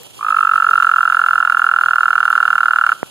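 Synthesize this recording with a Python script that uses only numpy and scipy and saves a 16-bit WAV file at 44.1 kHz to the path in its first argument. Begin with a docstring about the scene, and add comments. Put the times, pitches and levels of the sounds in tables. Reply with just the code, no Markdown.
"""A faint plop and tick over soft night hiss, then a toad trills close by at a pond.
The trill swells, holds for nearly three seconds as its pulse rate sinks, and stops dead.
Each pulse is a tone burst from the vocal sac plus an after-pulse that drifts later and weakens.
Rocks return faint echoes; small plops and ticks dot the call, and one sharp tap ends the scene."""
import sys
import numpy as np
from scipy import signal
from scipy.fft import rfft, irfft
from scipy.io import wavfile
from scipy.ndimage import uniform_filter1d

SR = 44100
rng = np.random.default_rng(int(sys.argv[2]) if len(sys.argv) > 2 else 0)


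def pcm_store(signal):
    """Save signal as 16-bit PCM."""
    levels = np.round(np.clip(np.atleast_2d(signal), -1, 1) * 32767)
    wavfile.write(sys.argv[1], SR, levels.astype(np.int16).T)


N = 136710
TIME_S = np.arange(N) / SR

# Trill rate. Each row: time in seconds, pulses per second.
PULSE_RATE = [(0.19, 56.36), (0.36, 47.79), (0.6, 45.77), (0.9, 43.48), (1.05, 43.17), (1.2, 43.05),
              (1.4, 42.51), (1.5, 41.39), (1.65, 42.06), (1.8, 40.77), (2.1, 40.71), (2.33, 40.18),
              (2.5, 39.42), (2.75, 38.8), (2.93, 36.72)]
# Vocal sac tone. Each row: time in seconds, pitch in Hz.
SAC_PITCH = [(.19, 1110), (.25, 1267), (.33, 1309), (.6, 1350), (1.1, 1364), (1.7, 1372), (2.92, 1376)]
# Calling effort. Each row: time in seconds, pulse gain in dB.
CALL_EFFORT = [(.19, -25), (.21, -13.5), (.245, -7), (.32, -3.5), (.55, -2), (.8, -1), (1.5, -0.88),
               (2.92, 0)]
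# After-pulse. Each row: time in seconds, delay in seconds, gain in dB re the pulse, phase slip in cycles.
AFTER_PULSES = [(.19, 0.0081, -10.5, 0.15), (.33, .0057, -0.5, 0.018), (.55, .0057, -4, 0.081),
                (.8, 0.0062, 0, 0.058), (1.15, .0073, -9, 0.14), (1.7, 0.0074, -9.5, 0.019),
                (2.92, .0088, -10.5, 0.15)]
# Toad body resonances. Each row: frequency in Hz, gain in dB, T60 in seconds.
BODY_MODES = [(765.3, -21.5, 0.017), (1077, -19.5, 0.016), (1717, -25.5, 0.029), (2283, -39, 0.019)]
# Rasp colour. Each row: frequency in Hz, relative density in dB.
RASP_SPECTRUM = [(500, -15), (1500, -15), (2300, 3.5), (3300, -6), (4800, -17.5), (8000, -18), (15000, -25)]
# Brief changes in roughness. Each row: time in seconds, rasp change in dB.
ROUGH_SPOTS = [(1.51, 8.5), (2.41, -2), (2.89, 6)]
# Reflections off rocks. Each row: delay in seconds, gain in dB.
ROCK_ECHOES = [(.0105, -30.5), (.0145, -28), (.0175, -24.5)]
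# Water plops. Each row: centre in seconds, pitch in Hz, peak in dB, sigma in seconds, glide in Hz/s.
WATER_PLOPS = [(.012, 480, -38.5, 0.011, 500), (.70, 412, -38.5, .012, -20),
               (1.255, 538, -41.5, 0.016, 4000)]
# Dry ticks. Each row: start in seconds, relative level in dB.
DRY_TICKS = [(0.033, -19), (1.957, -19.5), (2.004, -23), (2.30, -15.5)]
# Night hiss. Each row: frequency in Hz, density in dB per Hz.
HISS_SPECTRUM = [(25, -93), (65, -80), (135, -72), (250, -76.5), (420, -76), (900, -79.5), (2000, -91),
                 (2700, -77), (3120, -73.5), (3600, -82.5), (5200, -86), (9800, -84), (13000, -90),
                 (16000, -101)]

START_S, PULSE_COUNT = .192, 117
TIME_JITTER_S, LEVEL_JITTER_DB, PITCH_JITTER_HZ, HOLD_JITTER_S = .00012, .2, 4, .0002
ATTACK_S, DROOP_S, HOLD_S, RELEASE_S = .00245, .0069, .0047, .0027
ONSET_SHARP_HZ, SETTLE_S = 49.4, .0022
AFTER_WIDTH_S, AFTER_FLAT_HZ, AFTER_JITTER_S, AFTER_JITTER_DB = .0012, 24, .00028, 2.6
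OCTAVE_DB, OCTAVE_PEAK_S, OCTAVE_WIDTH_S, THIRD_HARMONIC_DB = -18, .0016, .002, -59
RASP_DB, RASP_JITTER_DB, RASP_RISE_DB_PER_S, RASP_PIVOT_S = -62.5, 3.5, 1.5, 1.59


def toad():
    """Vocal sac bursts with after-pulses, overtones and rasp; each rings the body."""
    tone = np.zeros(N, complex)
    rings, octave, rasp_envelope = np.zeros((3, N))
    for start_s, jitter in zip(pulse_times_s(), rng.standard_normal((PULSE_COUNT, 8))):
        d_time, d_level, d_pitch, d_hold, d_delay, d_after, d_slip, d_rasp = jitter
        start_s += TIME_JITTER_S * d_time
        span = slice(int(start_s * SR) - 100, int(start_s * SR) + 1400)
        t = TIME_S[span] - start_s
        gain = from_db(curve_at(CALL_EFFORT, start_s)[0] + LEVEL_JITTER_DB * d_level)
        pitch_hz = curve_at(SAC_PITCH, start_s)[0] + PITCH_JITTER_HZ * d_pitch
        burst, cycles = sac_burst(t, pitch_hz, HOLD_S + HOLD_JITTER_S * d_hold)

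        lag_s, after_db, slip_cycles = curve_at(AFTER_PULSES, start_s)
        lag_s += AFTER_JITTER_S * d_delay
        after = from_db(after_db + AFTER_JITTER_DB * d_after) * bell(t - lag_s, AFTER_WIDTH_S)
        slip_cycles += .26 * d_slip * np.sqrt(abs(slip_cycles))
        after_phasor = np.exp(-2j * np.pi * (slip_cycles + AFTER_FLAT_HZ * (t - lag_s)))

        tone[span] += gain * np.exp(2j * np.pi * cycles) * (burst + after * after_phasor)
        rings[span] += gain * body_strikes(t, lag_s)
        octave_envelope = bell(t - OCTAVE_PEAK_S, OCTAVE_WIDTH_S) + after ** 2
        octave[span] += gain * octave_envelope * np.sin(4 * np.pi * cycles)
        rasp_envelope[span] += gain * rasp_gain(start_s, d_rasp) * (burst + after)
    voice = tone.imag + from_db(OCTAVE_DB) * octave + from_db(THIRD_HARMONIC_DB) * (tone ** 3).imag
    return voice + rasp_envelope * noise(RASP_SPECTRUM) + rings


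def pulse_times_s():
    """One pulse per cycle of the integrated trill rate."""
    cycles = np.cumsum(curve_at(PULSE_RATE, TIME_S)[0]) / SR
    first_cycle = np.interp(START_S, TIME_S, cycles)
    return np.interp(first_cycle + np.arange(PULSE_COUNT), cycles, TIME_S)


def sac_burst(t, pitch_hz, hold_s):
    """Envelope and phase in cycles of one burst; it starts sharp and settles."""
    droop = np.exp(-(t - ATTACK_S / 2) / DROOP_S)
    envelope = smooth_step(t / ATTACK_S) * droop * smooth_step((hold_s - t) / RELEASE_S)
    cycles = pitch_hz * t + ONSET_SHARP_HZ * SETTLE_S * (np.tanh(t / SETTLE_S) - 1)
    return envelope, cycles


def body_strikes(t, lag_s, lead_s=.0012):
    """The burst's onset strikes the body; the after-pulse does too, once detached."""
    detached = np.clip((lag_s - HOLD_S) / RELEASE_S, 0, 1)
    return body_ring(t + lead_s) + .95 * detached * body_ring(t - lag_s + AFTER_WIDTH_S)


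def body_ring(t):
    """Damped modes of alternating polarity, struck at t = 0."""
    t = np.maximum(t, 0)
    return sum((-1) ** (k + 1) * from_db(db - 60 * t / t60_s) * np.sin(2 * np.pi * hz * t)
               for k, (hz, db, t60_s) in enumerate(BODY_MODES))


def rasp_gain(start_s, jitter):
    """The voice grows raspier through the call, unevenly."""
    trend_db = RASP_RISE_DB_PER_S * (start_s - RASP_PIVOT_S)
    spots_db = sum(db * bell(start_s - spot_s, sigma_s=.024) for spot_s, db in ROUGH_SPOTS)
    return from_db(RASP_DB + trend_db + spots_db + RASP_JITTER_DB * jitter)


def rock_echoes(call, tail_db=-22, tail_t60_s=.43):
    """Near reflections and a thin scattered tail."""
    echoes = sum(from_db(db) * delayed(call, delay_s) for delay_s, db in ROCK_ECHOES)
    tail = rng.standard_normal(N) * from_db(-60 * TIME_S / tail_t60_s) * (TIME_S > .01)
    scattered = signal.fftconvolve(call, tail / np.linalg.norm(tail))[:N]
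    return echoes + from_db(tail_db) * scattered


def tap(centre_s=3.0302, gain_db=-1, rebound_s=.00069, low_cut_hz=107):
    """A pressure spike and slower rebound, without deep bass."""
    t = TIME_S - centre_s
    pressure = bell(t, sigma_s=.00013) - .61 * np.exp(-(t / rebound_s - 1) ** 2)
    low_cut = signal.butter(2, low_cut_hz, "high", fs=SR, output="sos")
    return signal.sosfilt(low_cut, from_db(gain_db) * pressure + 1e-18)


def plops():
    """Small plops in the water: short gliding tones."""
    water = np.zeros(N)
    for centre_s, hz, db, sigma_s, glide_hz_per_s in WATER_PLOPS:
        t = TIME_S - centre_s
        cycles = (hz + .5 * glide_hz_per_s * t) * t
        water += from_db(db) * bell(t, sigma_s) * np.sin(2 * np.pi * cycles)
    return water


def ticks(decay_s=.0012):
    """Tiny bursts of white noise."""
    envelope = sum(from_db(db) * (TIME_S >= start_s) * np.exp(-abs(TIME_S - start_s) / decay_s)
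                   for start_s, db in DRY_TICKS)
    return .5 * envelope * rng.standard_normal(N)


def night_hiss(flicker_db=2.5):
    """Soft noise whose level flickers."""
    flicker = uniform_filter1d(rng.standard_normal(N), size=900)
    return noise(HISS_SPECTRUM) * from_db(flicker_db * flicker / flicker.std())


def noise(spectrum):
    """Noise with the given density in dB per Hz."""
    hz, db = np.transpose(spectrum)
    bins_hz = np.maximum(np.arange(N // 2 + 1) * SR / N, 1)
    shape = from_db(np.interp(np.log(bins_hz), np.log(hz), db))
    return irfft(rfft(rng.standard_normal(N)) * shape, N) * np.sqrt(SR / 2)


def delayed(x, delay_s):
    """Fractional-sample delay."""
    bins_hz = np.arange(N + 1) * SR / (2 * N)
    return irfft(rfft(x, 2 * N) * np.exp(-2j * np.pi * bins_hz * delay_s))[:N]


def curve_at(rows, time_s):
    """A table's value columns, interpolated in time."""
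    knots_s, *columns = np.transpose(rows)
    return [np.interp(time_s, knots_s, column) for column in columns]


def smooth_step(u):
    """0 to 1 over one unit, centred on zero."""
    return .5 + .5 * np.sin(np.pi * np.clip(u, -.5, .5))


def bell(t, sigma_s):
    """Gaussian of height 1."""
    return np.exp(-.5 * (t / sigma_s) ** 2)


def from_db(db):
    """Decibels to gain."""
    return 10 ** (np.asarray(db) / 20)


def scene(left_db=-3, left_lag_s=.0003638, own_hiss_db=-7):
    """One mix, later, softer and inverted on the left; each side adds its own hiss."""
    call = toad()
    right = call + rock_echoes(call) + night_hiss() + plops() + ticks() + tap()
    left = -from_db(left_db) * delayed(right, left_lag_s)
    return np.array([side + from_db(own_hiss_db) * night_hiss() for side in (left, right)])


def record(dry, ceiling=1.05, stopband_hz=16200):
    """Soft clip of the highest peaks, then a steep low-pass."""
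    rounded = dry / (1 + (dry / ceiling) ** 30) ** (1 / 30)
    low_pass = signal.cheby2(16, 60, stopband_hz, fs=SR, output="sos")
    return signal.sosfilt(low_pass, rounded)


dry = scene()
out = record(dry)
pcm_store(out)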